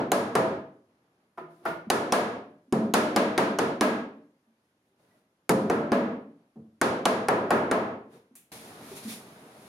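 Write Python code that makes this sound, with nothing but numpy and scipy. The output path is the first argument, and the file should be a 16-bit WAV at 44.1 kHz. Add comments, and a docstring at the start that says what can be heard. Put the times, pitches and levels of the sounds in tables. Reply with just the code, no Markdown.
"""A rubber mallet drives a wooden shelf down onto its spindles in short runs of blows, in a bare workshop.
Each impact cracks, knocks the joint and excites the damped modes of the wood; the room reverberates.
Between runs wood shuffles, cloth rustles, a tapped loose board rattles briefly, and there are soft
bumps and dry clicks. Near the end the background steps up abruptly to a louder, sustained hiss, with
shuffling and rustling over it. A limiter compresses the loud blows."""
import sys
import numpy as np
from scipy import signal
from scipy.fft import rfft, irfft
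from scipy.io import wavfile
from scipy.ndimage import uniform_filter1d

SR = 44100
rng = np.random.default_rng(int(sys.argv[2]) if len(sys.argv) > 2 else 0)


def generate_wav(signal):
    """Clip the signal to [-1, 1] and save it as 16-bit WAV at the path in sys.argv[1]."""
    frames = np.transpose(np.atleast_2d(signal))
    scaled = np.clip(frames, -1, 1) * 32767
    pcm = np.round(scaled).astype(np.int16)
    wavfile.write(sys.argv[1], SR, pcm)


N = 426883
LEAD = SR // 5  # samples ahead of time zero, so that an earlier blow can ring into the scene


def gain_of(db):
    """Amplitude ratio: a factor of ten for every 20 dB."""
    return 10 ** (np.asarray(db) / 20)


def unit_rms(x):
    """Normalisation to a mean power of one."""
    return x / np.sqrt(np.mean(x ** 2) + 1e-20)


def curve_at(points, hz):
    """Interpolation of (frequency [Hz], value) points on a logarithmic frequency axis."""
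    f, value = np.transpose(points)
    return np.interp(np.log(hz + 1), np.log(f + 1), value)


def add(mix, s, sound):
    """Superposition: a sound joins the mix at time s."""
    part = mix[..., LEAD + round(s * SR):][..., :sound.shape[-1]]
    part += sound[..., :part.shape[-1]]


def burst(spectrum, rise, t60, size=4096):
    """Exponential decay of coloured noise after a quick rise; both times in seconds."""
    t = np.arange(size) / SR
    gain = gain_of(curve_at(spectrum, np.fft.rfftfreq(size, 1 / SR)))
    noise = irfft(rfft(rng.standard_normal(size)) * gain)
    return unit_rms(noise) * (1 - np.exp(-t / rise)) * gain_of(-60 * t / t60)


def magnitude(spectrum, size=4096):
    """Two-sided magnitude response of a pulse of unit energy (Parseval's theorem)."""
    return unit_rms(gain_of(curve_at(spectrum, abs(np.fft.fftfreq(size, 1 / SR)))))


def pulse(gain):
    """Minimum phase gives the most compact causal click with this magnitude response."""
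    return np.fft.ifft(np.exp(np.conj(signal.hilbert(np.log(gain))))).real


def diffuse_pair(mid, side, hz):
    """Spatial coherence: a diffuse field reaches two microphone ports most alike at long wavelengths."""
    # stereo width: (frequency [Hz], side minus mid level [dB])
    width = [(60, -17), (110, -32), (200, -37), (380, -21), (700, -7), (1290, 0.5), (2380, 1), (4400, 0),
             (8120, -2.5), (15000, -6)]
    side = side * gain_of(curve_at(width, hz))[:, None]
    return np.array([mid + side, mid - side])


def diffuse_noise(spectrum, patchy_db):
    """Random modulation: stereo noise of unit rms whose level drifts in patches of time and frequency."""
    frames, hz = N // 128 + 5, np.fft.rfftfreq(512, 1 / SR)
    mid_re, mid_im, side_re, side_im, patches = rng.standard_normal((frames, 257, 5)).T
    patches = unit_rms(uniform_filter1d(uniform_filter1d(patches, size=8, axis=0), size=16, axis=1))
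    spectra = diffuse_pair(mid_re + 1j * mid_im, side_re + 1j * side_im, hz)
    spectra *= gain_of(curve_at(spectrum, hz)[:, None] + patchy_db * patches)
    return unit_rms(signal.istft(spectra, nperseg=512, noverlap=384)[1][:, :N])


def contact_db(hz, hard_db, thump_db):
    """Force spectrum of a contact: a short hard one favours high modes, a flat one moves the bench."""
    return hard_db * np.log2(hz / 500) + thump_db * np.exp(-np.log2(hz / 230) ** 2 / .5)


def impact(modes, crack_spectrum, knock_db, crack_db, db, hard_db, thump_db, tilt_db):
    """Impact excitation: modes ring, the joint knocks, the face cracks. Rows: direct sound, room feed."""
    # dull knock of the joint: (frequency [Hz], spectral level [dB])
    joint = [(60, -28.5), (120, -10), (220, 5), (400, 4), (700, 2), (1200, -1.5), (2000, -12),
             (3500, -25.5), (8000, -40.5)]
    rise_cycles, thud_hz, thud_peak_s = 2.2, 256, 0.0036
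    t = np.arange(16384) / SR
    hz, mode_db, t60 = np.array(modes).T[:, :, None]
    spot = rng.standard_normal((len(modes), 2))  # each blow lands on a slightly different spot
    mode_db = mode_db + 2.0 * spot[:, :1] + contact_db(hz, hard_db, thump_db)
    envelopes = gain_of(mode_db - 60 * t / t60) * (1 - np.exp(-t * hz / rise_cycles))
    ring = (envelopes * np.sin(2 * np.pi * hz * (1 + 0.023 * spot[:, 1:]) * t)).sum(0)
    wood = gain_of([[-3.], [-8.]]) * ring
    knock = [(f, level + contact_db(f, hard_db, thump_db)) for f, level in joint]
    crack = [(f, level + tilt_db * np.log2(f / 5000)) for f, level in crack_spectrum]
    wood[0, :4096] += gain_of(knock_db + 11.) * burst(knock, rise=0.0031, t60=0.049)
    thud = (t / thud_peak_s * np.exp(1 - t / thud_peak_s)) ** 2  # first push of the whole bench
    wood[0] += gain_of(2 * thump_db - 0.4) * thud * np.sin(2 * np.pi * thud_hz * t)
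    sound = gain_of(db) * wood
    sound[0, :4096] += gain_of(crack_db + 11.5) * burst(crack, rise=0.00066, t60=0.0054)
    room_knock = gain_of(db + knock_db + 29.5) * magnitude(knock)
    room_crack = gain_of(crack_db + 13.0) * magnitude(crack)
    sound[1, :4096] += pulse(np.hypot(room_knock, room_crack))  # incoherent, so their powers add
    return sound


def mallet_blows():
    """Free vibration of the shelf, struck at three spots in turn. Rows: direct sound, three room feeds."""
    # mallet strokes: (time [s], crack level [dB], wood level [dB], hardness [dB/octave],
    # deep thump [dB], crack tilt [dB/octave])
    blows = [(-.11, -21, -18.5, -2.9, -4.4, -3), (.1180, -9.5, -12.5, -1, -5.5, 2.5),
             (.3530, -17.5, -16, -1.5, -7, 0), (1.9011, -9, -12.5, -0.5, -5, 1.5),
             (2.1228, -10.5, -14.5, 0.8, -3.5, 1), (2.7246, -28.5, -22, -3.5, 3.5, 1),
             (2.9381, -7.5, -12.5, 1, 2.5, 0.8), (3.1620, -10.5, -15.5, 1, 3, -2.5),
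             (3.3781, -16.5, -19.5, 1.1, 2.5, -2), (3.5869, -19.5, -21, -1.1, -0.5, -1.4),
             (3.8098, -16, -17, 2, 6, .2), (5.4932, -15, -12.5, -2.5, 1.5, 3),
             (5.6990, -22, -14, -1.1, 2.5, 0.5), (5.9190, -21.5, -16.5, 0.3, 6.5, -2.5),
             (6.558, -74, -54.5, -9, 2, -1), (6.8141, -15.5, -17.5, -0.7, -3.5, -0.3),
             (7.0545, -14.5, -17.5, -0.5, -5, -0.5), (7.2847, -20, -14, -1, -7, 0),
             (7.5055, -22.5, -13.5, -0.56, -3, 2.5), (7.7129, -22.5, -16.5, -0.65, -5, 0)]
    # modes of shelf and bench: (frequency [Hz], level [dB], t60 [s])
    shelf_modes = [(104.4, -17, 0.34), (153, -8.5, .2), (218.5, -3.5, 0.26), (252, -6.5, 0.095),
                   (300.7, 1.5, 0.2), (320, -6, 0.11), (425, -3, 0.11), (444.8, -7.5, 0.34),
                   (484.4, 2.5, 0.086), (557, 1.5, 0.15), (634, -1, 0.2), (693.6, 5, 0.057),
                   (813, -0.5, 0.0097), (935, -7.5, 0.065), (1029, -5.5, 0.061), (1273, -9.5, 0.13),
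                   (1460, -9.5, 0.007), (1645, -1, 0.031), (1970, -19.5, 0.036), (2360, -19, .03)]
    # slap of the mallet face: (frequency [Hz], spectral level [dB])
    face_crack = [(1000, -2.5), (2000, 0.5), (4000, -1.5), (6500, -5), (10500, -5), (13000, -16),
                  (16000, -31), (19000, -39)]
    out = np.zeros((4, N + LEAD))
    for k, (s, *stroke) in enumerate(blows):
        direct, room_feed = impact(shelf_modes, face_crack, 0, *stroke)
        add(out[0], s, direct)
        add(out[1 + k % 3], s, room_feed)
    return out


def reverberation():
    """Absorption at the walls makes dense reflections of random sign die away, the treble soonest."""
    # reverberation time of the room: (frequency [Hz], t60 [s])
    walls = [(60, 0.61), (200, 0.61), (500, 0.51), (1200, 0.45), (3000, 0.44), (8000, 0.32), (15000, 0.26)]
    onset, spacing = 260, 8  # samples
    reflections = np.zeros((2, SR))
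    slots = np.arange(onset, SR - spacing, spacing)
    at = slots + rng.integers(0, spacing, (2, len(slots)))
    np.put_along_axis(reflections, at, rng.choice([-1., 1.], at.shape), 1)
    hz, t, spectra = signal.stft(reflections, SR, nperseg=512)
    decay = gain_of(-60 * t / curve_at(walls, hz)[:, None])
    out = signal.istft(diffuse_pair(*spectra, hz) * decay, SR, nperseg=512)[1]
    return out[:, :SR] * (np.arange(SR) > onset) / np.linalg.norm(out[0])


def workshop(x):
    """Convolution with the room: early echoes for the direct sound, a separate tail for each room feed."""
    # reflections off bench, then walls: (delay [s], level [dB], lag of the left port [samples])
    echoes = [(.0027, -0.5, -0.5), (.0037, -5, 1.5), (.005, -4.5, 4.5), (.008, -7, 0), (0.013, -6, 9),
              (.019, -10, -5.5)]
    early = np.zeros((2, 2048))
    early[:, 0] = 1
    for s, db, lag in echoes:
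        smear = np.hanning(3 + round(max(s - .004, 0) * 1200.))[1:-1]  # later echoes come back duller
        for port, at in enumerate((round(s * SR + lag), round(s * SR))):
            early[port, at:at + len(smear)] += gain_of(db) * smear / smear.sum()
    near = signal.oaconvolve(x[:1], early, axes=1)[:, LEAD:LEAD + N]
    tails = sum(signal.fftconvolve(feed[None], reverberation(), axes=1) for feed in x[1:])
    return near + gain_of(9.0) * tails[:, LEAD:LEAD + N]


def room_tone():
    """Background noise as a diffuse field: a faint, steady, low hush."""
    # hush of the room: (frequency [Hz], spectral level [dB])
    hush = [(18, -42), (30, -10.5), (138, -6.5), (245, 0), (280, -7), (384, -7.5), (1100, -15.5),
            (2750, -25), (8080, -31), (11700, -29), (16000, -66)]
    return gain_of(-67) * diffuse_noise(hush, patchy_db=0.88)


def stirring():
    """Friction noise of wood and cloth swells, holds and fades; near the end a sustained hiss sets in."""
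    # shuffling wood, rustling cloth, and the loose board's brief rattle after its tap:
    # (time of full level [s], hold [s], shuffle level [dB], rustle level [dB])
    stirs = [(.9, .35, -66, -92), (1.51, 0.1, -61, -69), (1.68, 0.022, -34, -50),
             (4.65, 0.0088, -86.5, -78), (4.87, 0.019, -88, -78.5), (4.999, 0.19, -63, -72),
             (6.4, 0.055, -66.5, -99), (8.13, 0.033, -50.5, -60), (8.361, 0.011, -62, -75),
             (8.97, 0.0066, -49, -38.5), (9.04, 0.0085, -59, -41.5), (9.095, 0.036, -52, -34.5)]
    # the background steps up abruptly to a louder, sustained hiss, with shuffling and rustling over it:
    # (time [s], shuffle level [dB], rustle level [dB])
    raised_background = [(8.518, -40.5, -39), (8.6, -44.5, -44.5), (8.79, -41, -50.5), (8.92, -41, -44),
                         (9.01, -43, -51), (9.25, -44, -53), (9.5, -46, -56.5), (9.68, -46, -52.5)]
    # shuffling wood: (frequency [Hz], spectral level [dB])
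    wood_shuffle = [(24, -90), (40, -63.5), (153, -5.5), (189, 1.5), (223, 8.5), (326, -17), (446, -0.5),
                    (495, -24), (611, -5.5), (6000, -35.5), (7800, -62.5), (13200, -120)]
    # rustling cloth: (frequency [Hz], spectral level [dB])
    cloth_rustle = [(1000, -7.5), (2500, 0.5), (3000, -4), (3600, 1), (4300, -1), (5000, -2), (5800, -2.5),
                    (6700, -2.5), (7800, -2), (10500, 1.5), (13000, -6), (16000, -16.5)]
    swell_db_per_s, fade_db_per_s = 448, np.array([[131.5], [187]])  # the rustle fades sooner
    t = np.arange(N) / SR
    times, *background_db = np.transpose(raised_background)
    levels = np.array([gain_of(np.interp(t, times, db, left=-200)) for db in background_db])
    for s, hold, shuffle_db, rustle_db in stirs:
        below_db = swell_db_per_s * np.maximum(s - t, 0) + fade_db_per_s * np.maximum(t - s - hold, 0)
        levels = np.hypot(levels, gain_of(np.array([[shuffle_db], [rustle_db]]) - below_db))
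    wood_gain, cloth_gain = uniform_filter1d(levels, size=88)
    wood = wood_gain * diffuse_noise(wood_shuffle, patchy_db=0.82)
    return wood + cloth_gain * diffuse_noise(cloth_rustle, patchy_db=0.5)


def board_taps():
    """Free vibration of a loose board under light taps; its lowest modes ring longest."""
    # taps: (time [s], crack level [dB], wood level [dB], hardness [dB/octave],
    # deep thump [dB], crack tilt [dB/octave])
    taps = [(1.375, -58.5, -39.5, -.2, -9.5, .2), (1.6529, -42.5, -26.5, .82, -10, .3)]
    # modes of the board: (frequency [Hz], level [dB], t60 [s])
    board_modes = [(165, -5.5, 1), (337.4, 1.5, 0.47), (510, -15, 0.085), (668, 3, 0.17), (960, -1.5, 0.1),
                   (1180, 3, 0.032), (1437, 1, 0.04), (1780, -14.5, .06), (2100, -12.5, 0.03),
                   (2770, -31, 0.05)]
    # crack of a tap: (frequency [Hz], spectral level [dB])
    clack = [(1000, -6.5), (1700, 1.5), (2600, -5), (4000, -12), (7000, -16), (9500, -5), (12500, -9),
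             (16000, -28)]
    out = np.zeros((4, N + LEAD))
    for s, *stroke in taps:
        add(out[:2], s, impact(board_modes, clack, -8.0, *stroke))
    return out


def soft_bumps():
    """A damped oscillator: each soft contact of hand and wood briefly rings a single mode."""
    # bumps: (time [s], level [dB], frequency [Hz], t60 [s])
    bumps = [(1.41, -38.5, 355.5, 0.12), (1.617, -56, 327, .1), (1.869, -25, 204, 0.043),
             (2.679, -48.5, 258, 0.071), (4.472, -61.5, 227, 0.11), (4.91, -73, 385, 0.13),
             (5.0, -59.5, 557, 0.093), (5.11, -69, 1960, .06), (5.14, -61.5, 630, 0.088),
             (8.15, -41.5, 450, 0.034), (8.31, -45.5, 256, 0.039), (8.911, -41, 397, 0.086),
             (9.05, -28.5, 230, 0.056), (9.068, -30.5, 215, 0.061)]
    rise_cycles = 0.79
    out, t = np.zeros((4, N + LEAD)), np.arange(16384) / SR
    for s, db, hz, t60 in bumps:
        envelope = gain_of(db - 60 * t / t60) * (1 - np.exp(-t * hz / rise_cycles))
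        add(out[:2], s, gain_of([[2.5], [-5.]]) * envelope * np.sin(2 * np.pi * hz * t))
    return out


def dry_clicks():
    """Brief transients have broad spectra: small snaps with no ringing mode."""
    # clicks: (time [s], level [dB])
    ticks = [(2.58, -70.5), (5.105, -74), (8.3542, -28.5), (8.965, -54)]
    # their colour: (frequency [Hz], spectral level [dB])
    snap = [(1000, -15.5), (2500, -4), (5000, -12.5), (8000, 3.5), (13000, 2), (16500, -10.5)]
    out = np.zeros((4, N + LEAD))
    for s, db in ticks:
        direct = burst(snap, rise=0.00055, t60=0.0035)
        room_feed = gain_of(2.0) * pulse(magnitude(snap))
        add(out[:2], s, gain_of(db) * np.array([direct, room_feed]))
    return out


def scene():
    """Superposition of the impacts in the room, the friction noise and the room tone."""
    impacts = mallet_blows() + board_taps() + soft_bumps() + dry_clicks()
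    return gain_of(4.0) * workshop(impacts) + stirring() + room_tone()


def record(dry):
    """Filtering and limiting: a microphone with weak bass and one narrow dip, a limiter, a band limit."""
    bass_cut_hz, dip_hz, edge_hz = 90., 7900, 16500
    threshold_db, release_db_per_s = -14.5, 60.0
    thin = signal.lfilter(*signal.butter(2, bass_cut_hz, "high", fs=SR), dry)
    heard = 0.29 * signal.lfilter(*signal.iirnotch(dip_hz, Q=12., fs=SR), thin) + 0.2 * thin
    power = uniform_filter1d((heard ** 2).max(0), size=30)
    level_db = 10 * np.log10(abs(power) + 1e-12)
    fall_db = np.arange(N) * release_db_per_s / SR
    held_db = np.maximum.accumulate(level_db + fall_db) - fall_db
    over_db = np.maximum(held_db - threshold_db, 0)
    limited = heard / gain_of(0.95 * uniform_filter1d(over_db, size=90, origin=-40))  # looks 2 ms ahead
    band_limit = signal.firwin(511, edge_hz, window=("kaiser", 9), fs=SR)
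    return signal.oaconvolve(limited, band_limit[None], "same")


dry = scene()
out = record(dry)
generate_wav(out)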